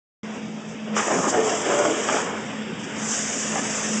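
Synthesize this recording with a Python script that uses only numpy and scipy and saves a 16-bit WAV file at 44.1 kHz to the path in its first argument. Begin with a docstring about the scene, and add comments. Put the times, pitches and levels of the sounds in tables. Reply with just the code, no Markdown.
"""A vacuum pump drones unsteadily in a factory hall. Over it a pulp moulding machine runs one cycle:
the steel mould shuts with a clunk, wet pulp churns, sprays and gulps under suction, and the mould
clunks again as it parts. Then compressed air hisses while the transfer tray slides across,
knocking and ticking. All is heard through a small camera with a notch in its treble."""
import sys
import numpy as np
from scipy import signal
from scipy.fft import rfft, irfft, next_fast_len
from scipy.io import wavfile
from scipy.ndimage import uniform_filter1d, map_coordinates

SR = 44100
rng = np.random.default_rng(int(sys.argv[2]) if len(sys.argv) > 2 else 0)


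def output_pcm(signal):
    """Save a mono or channel-first signal as 16-bit PCM at the path in sys.argv[1].

    Samples are clipped to [-1, 1] before scaling.
    """
    pcm = np.clip(np.atleast_2d(signal).T, -1, 1) * 32767
    wavfile.write(sys.argv[1], SR, np.round(pcm).astype(np.int16))


N = 176400
TOP_HZ = 9150  # the camera's band limit, also the highest starting pitch of a grain


def amp(db):
    """Decibels to gain."""
    return 10 ** (np.asarray(db) / 20)


def unit(x):
    """x at rms 1."""
    return x / np.sqrt(np.mean(x ** 2) + 1e-20)


def along(points, hz):
    """A curve through (f/Hz, value) points on a log frequency axis."""
    f, value = np.transpose(points)
    return np.interp(np.log(hz + 1), np.log(f + 1), value)


def clock():
    """The time of each sample."""
    return np.arange(N) / SR


def fader(rows):
    """Gain per sample from (t/s, level/dB) rows."""
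    return amp(np.interp(clock(), *np.transpose(rows)))


def wobble(per_s):
    """A smooth random curve with per_s knots a second."""
    return map_coordinates(rng.standard_normal(4096), [clock() * per_s], mode="wrap")


def filtered(x, response):
    """x through a complex frequency response."""
    size = next_fast_len(N + SR // 2)
    return irfft(rfft(x, size) * response(np.fft.rfftfreq(size, 1 / SR)), size)[:N]


def rush(spectrum, patchy_db):
    """Turbulent noise of rms 1, its gain patchy in time and frequency."""
    white = signal.stft(rng.standard_normal(N), nperseg=1024)[2]
    patches = uniform_filter1d(rng.standard_normal(white.shape), size=4, axis=0)
    patches = uniform_filter1d(patches, size=6, axis=1)
    noise = signal.istft(white * amp(patchy_db * unit(patches)), nperseg=1024)[1][:N]
    return unit(filtered(noise, lambda hz: amp(along(spectrum, hz))))


def grains(per_s, hz, log_spread, cycles, rise, scatter_db=3.5):
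    """A stream of rising rings of random pitch and size, each dying 40 dB over its cycles; rms 1."""
    draws = np.clip(rng.random((6000, 4))[:int(per_s * N / SR)], 1e-6, 1)
    onset, radius, angle, size_draw = np.hsplit(draws, 4)
    gaussian = np.sqrt(-2 * np.log(radius)) * np.cos(2 * np.pi * angle)
    pitch = np.minimum(hz * np.exp(log_spread * gaussian), TOP_HZ)
    size = amp(scatter_db * np.minimum(-np.log(size_draw), np.pi))
    samples = np.arange(int(min(2 * cycles / hz, .04) * SR))
    age = pitch * samples / SR / cycles  # in lifetimes
    envelope = np.exp(-np.log(100) * age) * (1 - np.exp(-2 * cycles * age))
    rings = size * envelope * np.sin(2 * np.pi * cycles * age * (1 + rise * age / 2))
    positions = (onset * N).astype(int) + samples
    return unit(np.bincount(positions.ravel(), rings.ravel(), N)[:N])


def fuzzy_tone(hz, rough, per_s):
    """A tone of rms about 1; its rough share wanders in level and phase."""
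    carrier = np.exp(2j * np.pi * (np.cumsum(hz * np.ones(N)) / SR + rng.random()))
    steady = np.sqrt(2 * (1 - rough ** 2))
    return np.real(carrier * (steady + rough * (wobble(per_s) + 1j * wobble(per_s))))


def steel_ring(modes, crack_db=-17, crack_s=.008):
    """One blow on steel: a dry crack and fading modes."""
    t = np.arange(SR // 8) / SR
    ring = sum(amp(db) * rng.choice([-1, 1]) * np.cos(2 * np.pi * hz * t) * np.exp(-np.pi * width * t)
               for hz, width, db in modes)
    return ring + amp(crack_db) * rng.standard_normal(len(t)) * np.exp(-t / crack_s)


def clunks(hits, modes, rattle_per_s=260, rattle_db=-3.5):
    """Each blow and its brief rattle of softer contacts ring a steel part."""
    blows = np.zeros(N)
    for start, db, length in hits:
        delay, polarity = rng.random((40, 2))[:int(rattle_per_s * length)].T
        contacts = ((start + length * delay) * SR).astype(int)
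        blows[int(start * SR)] += amp(db)
        blows += np.bincount(contacts, amp(db + rattle_db) * np.sign(polarity - .5), N)
    return signal.fftconvolve(blows, steel_ring(modes))[:N]


# Dull colour of the room tone: f/Hz, level/dB
ROOM_TONE_EQ = [(25, -5.5), (50, -19.5), (90, -13), (170, -4), (250, 0), (330, -6.5), (480, -6), (650, -13),
                (1100, -20), (3200, -15), (5400, -21.5), (9000, -42)]
def room_tone(start_db=-37.5, rise_db_per_s=1.24):
    """The hall's noise lies under everything and slowly swells."""
    return amp(start_db + rise_db_per_s * clock()) * rush(ROOM_TONE_EQ, patchy_db=2.5)


# Reverb time of the hall: f/Hz, t60/s
HALL_DECAY = [(200, 1), (1500, 0.53), (8000, 0.2)]
def hall_reverb(x):
    """The hall answers with a diffuse tail whose treble dies first."""
    hz, t, noise = signal.stft(rng.standard_normal(SR // 2), SR, nperseg=256)
    decay = np.exp(-np.log(1000) * t / along(HALL_DECAY, hz)[:, None])
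    tail = signal.istft(noise * decay, SR, nperseg=256)[1]
    return signal.fftconvolve(x, tail / np.linalg.norm(tail))[:N]


# Tones of the drone: f/Hz, level/dB, rough share
PUMP_TONES = [(215.3, -37, 0.32), (160, -50, 0.82), (467.6, -49.5, 0.89)]
# Swells and dips riding on those tones: t/s, level/dB
PUMP_FADER = [(.23, 5), (.39, -2.5), (.46, 4.5), (.63, -1.5), (.86, 1.5), (.95, 11), (1.03, -1),
              (1.22, -3.5), (1.4, -3), (1.8, -5.5), (2.3, -3.5), (2.5, -2), (2.61, 4.5), (2.86, -10),
              (3.03, 6), (3.16, -6), (3.23, 5), (3.35, -3), (3.52, 3), (3.75, -3.5), (3.92, 6.5)]
def pump():
    """The vacuum pump drones on a few low, unsteady tones."""
    drone = sum(amp(db) * fuzzy_tone(hz, rough, per_s=25) for hz, db, rough in PUMP_TONES)
    return fader(PUMP_FADER) * drone


# Hoarse resonances of the suction ports: f/Hz, width/Hz, level/dB
PORT_MODES = [(2340, 71, -1), (2936, 110, -3.5), (3185, 310, 0.5), (7390, 220, -3.5)]
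# Swell of the air through them: t/s, level/dB
SUCTION_FADER = [(.95, -66), (1.1, -60), (1.3, -38), (1.5, -34), (1.7, -32), (2.17, -34), (2.32, -44)]
def suction():
    """Air drawn through the shut mould whistles hoarsely in its ports."""
    def ports(f):
        return sum(amp(db) * 1j * f * width / (hz * hz - f * f + 1j * f * width)
                   for hz, width, db in PORT_MODES)
    return fader(SUCTION_FADER) * unit(filtered(rng.standard_normal(N), ports))


# Sharp ticks on the tray's guide rods: t/s, level/dB
ROD_HITS = [(3.552, -29), (3.94, -19.5)]
# Thin, high ring of a rod: f/Hz, width/Hz, level/dB
ROD_MODES = [(7060, 120, -2), (8730, 280, 0)]
def rod_ticks():
    """The carriage clicks against its guide rods."""
    times, db = np.transpose(ROD_HITS)
    blows = np.bincount((times * SR).astype(int), amp(db), N)
    return signal.fftconvolve(blows, steel_ring(ROD_MODES))[:N]


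# Knocks of the tray: t/s, level/dB, rattle length/s
TRAY_HITS = [(3.557, -21, .016), (3.58, -18.5, .018)]
# Clang of its sheet metal: f/Hz, width/Hz, level/dB
TRAY_MODES = [(290, 45, -13), (802, 35, -1.5), (1230, 170, -4.5), (1710, 68, -7.5), (2940, 55, -10)]
def tray_knocks():
    """The sliding tray knocks twice and its sheet metal rings."""
    return clunks(TRAY_HITS, TRAY_MODES)


# Bright colour of the hiss: f/Hz, level/dB
AIR_EQ = [(500, -25.5), (2000, -15.5), (3300, -4), (5000, 2.5), (6200, 5.5), (7300, 6), (8200, -1.5),
          (9000, -5)]
# Hiss at the mould, then at the tray's cylinder: t/s, level/dB
AIR_FADER = [(.23, -50.5), (.94, -53), (.975, -28), (1.24, -28.5), (1.42, -32.5), (1.5, -27), (1.6, -31),
             (1.8, -28), (1.93, -32), (2.17, -26), (2.33, -43.5), (2.48, -45.5), (2.6, -52), (2.775, -71),
             (2.795, -43), (2.94, -43.5), (2.99, -33), (3.07, -27), (3.1, -24), (3.155, -22), (3.21, -25),
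             (3.62, -28), (3.8, -25.5), (4, -27)]
# Short spurts on top: peak t/s, length/s, level/dB
AIR_SPURTS = [(0.355, 0.02, -44), (0.705, 0.06, -45.5), (0.975, 0.025, -26), (1.298, 0.028, -21.5),
              (2.845, 0.021, -40), (3.484, 0.0098, -27)]
def air_hiss():
    """Compressed air hisses and spurts through narrow ports."""
    spurts = sum(amp(db) * np.exp(-2 * ((clock() - peak) / length) ** 2)
                 for peak, length, db in AIR_SPURTS)
    flutter = amp(0.97 * wobble(per_s=110))
    return np.hypot(fader(AIR_FADER), spurts) * flutter * rush(AIR_EQ, patchy_db=1.66)


# Mid-heavy colour of the spray: f/Hz, level/dB
SPRAY_EQ = [(150, -35.5), (450, 8), (900, 4), (1700, 5.5), (3200, 2), (5000, -7), (9000, -22)]
# Its surges: t/s, level/dB
SPRAY_FADER = [(.23, -42.5), (.37, -38), (.55, -59), (.93, -39.5), (.975, -24.5), (1.04, -28),
               (1.14, -31.5), (1.24, -37.5), (1.42, -40.5), (1.5, -27.5), (1.6, -37), (1.7, -29.5),
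               (1.83, -35.5), (1.94, -32.5), (2.06, -31), (2.15, -26), (2.3, -34), (2.74, -40.5),
               (2.95, -34.5), (3.15, -31), (3.42, -32.5), (3.8, -29.5), (4, -32)]
def spray(drops_db=-12.5):
    """A sputtering rush of air and water, peppered with droplets."""
    drops = grains(per_s=980, hz=2190, log_spread=0.536, cycles=13, rise=0.11)
    sputter = amp(1.1 * wobble(per_s=64))
    return fader(SPRAY_FADER) * sputter * unit(rush(SPRAY_EQ, patchy_db=2.5) + amp(drops_db) * drops)


# Thick colour of the churn: f/Hz, level/dB
CHURN_EQ = [(60, -36), (130, -12.5), (220, -12.5), (330, 0), (650, -0.5), (1200, -5.5), (2000, -12.5),
            (3500, -26), (9000, -48.5)]
# Surges of the pulp's flow: t/s, level/dB
FLOW_FADER = [(.8, -47), (.95, -37), (1.06, -27.5), (1.14, -18.5), (1.21, -27.5), (1.28, -22),
              (1.305, -28.5), (1.35, -20.5), (1.43, -24.5), (1.59, -29), (1.71, -23), (1.85, -24),
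              (1.94, -29), (2.06, -34), (2.15, -24), (2.28, -32), (2.55, -41), (2.8, -62)]
def pulp_churn(bubbles_db=-5):
    """Churning slurry: low turbulence and big bubbles follow the flow."""
    bubbles = grains(per_s=500, hz=588, log_spread=0.44, cycles=15, rise=0.19)
    churn = rush(CHURN_EQ, patchy_db=3) * amp(1.7 * wobble(per_s=63))
    return fader(FLOW_FADER) * unit(churn + amp(bubbles_db) * bubbles)


# Throaty gulps in the pulp: t/s, length/s, first f/Hz, last f/Hz, level/dB
GULP_CUES = [(1.098, 0.019, 352, 307, -21), (1.132, 0.083, 200.7, 173, -30),
             (1.326, 0.051, 618, 606, -22.5), (1.334, 0.088, 749, 690, -26.5),
             (1.34, 0.14, 456.4, 433, -21.5), (1.695, 0.19, 567.7, 595, -23.5),
             (1.788, 0.036, 604, 580, -22), (1.845, 0.11, 322.2, 304.5, -27),
             (1.894, 0.055, 441.6, 452, -22.5), (1.971, 0.05, 410, 465, -27)]
def gulps(edge_s=0.013):
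    """Each air pocket rings roughly, gliding as its size changes."""
    t, out = clock(), np.zeros(N)
    for start, length, first_hz, last_hz, db in GULP_CUES:
        attack = np.clip((t - start) / edge_s, 0, 1)
        release = np.exp(-np.maximum(t - start - length + edge_s, 0) / edge_s)
        glide = np.interp(t, [start, start + length], [first_hz, last_hz])
        out += amp(db) * attack * release * fuzzy_tone(glide, rough=.42, per_s=75)
    return out


# Clunks of the mould: t/s, level/dB, rattle length/s
MOULD_HITS = [(.966, -18, 0.044), (1.135, -25, 0.017), (1.28, -22, 0.0049), (1.852, -19, .008),
              (2.088, -15.5, .005), (2.098, -17, 0.0063), (2.144, -26.5, 0.043)]
# Ring of the steel frame: f/Hz, width/Hz, level/dB
FRAME_MODES = [(393, 90, -8.5), (670, 31, -11), (840, 76, -2.5), (1126, 74, -7.5), (1166, 77, -3.5),
               (1730, 65, -9.5), (2370, 270, -12.5), (3400, 230, -8)]
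def mould_clunks():
    """The mould shuts and parts, and each blow rings the steel frame."""
    return clunks(MOULD_HITS, FRAME_MODES)


def scene(reverb_db=-14):
    """Mono mix: impacts and pulp feed the reverb; spray, air, pump and room tone stay dry."""
    near = mould_clunks() + tray_knocks() + rod_ticks() + pulp_churn() + gulps()
    reverb = amp(reverb_db) * hall_reverb(near)
    return (near + reverb + spray() + air_hiss() + pump() + room_tone() + suction())[None]


def record(dry):
    """The camera starts a moment late, thins the bass, notches the treble and cuts off the top."""
    start_s, low_cut_hz, rolloff_hz = .232, 110, 8166
    notch_hz, notch_width_hz, notch_floor_db = 4194, 1266, -42

    def response(hz):
        detune = (hz - notch_hz) / notch_width_hz
        notch = (1j * detune + amp(notch_floor_db)) / (1 + 1j * detune)
        low = 1j * hz / low_cut_hz
        low_cut = low ** 2 / (1 + low + low ** 2)
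        rolloff = 1 / np.sqrt(1 + (hz / rolloff_hz) ** 44)
        band_limit = np.clip((TOP_HZ - hz) / 500, 0, 1)
        return low_cut * notch * rolloff * band_limit
    return filtered(dry[0] * (clock() >= start_s), response)[None]


dry = scene()
out = record(dry)
output_pcm(out)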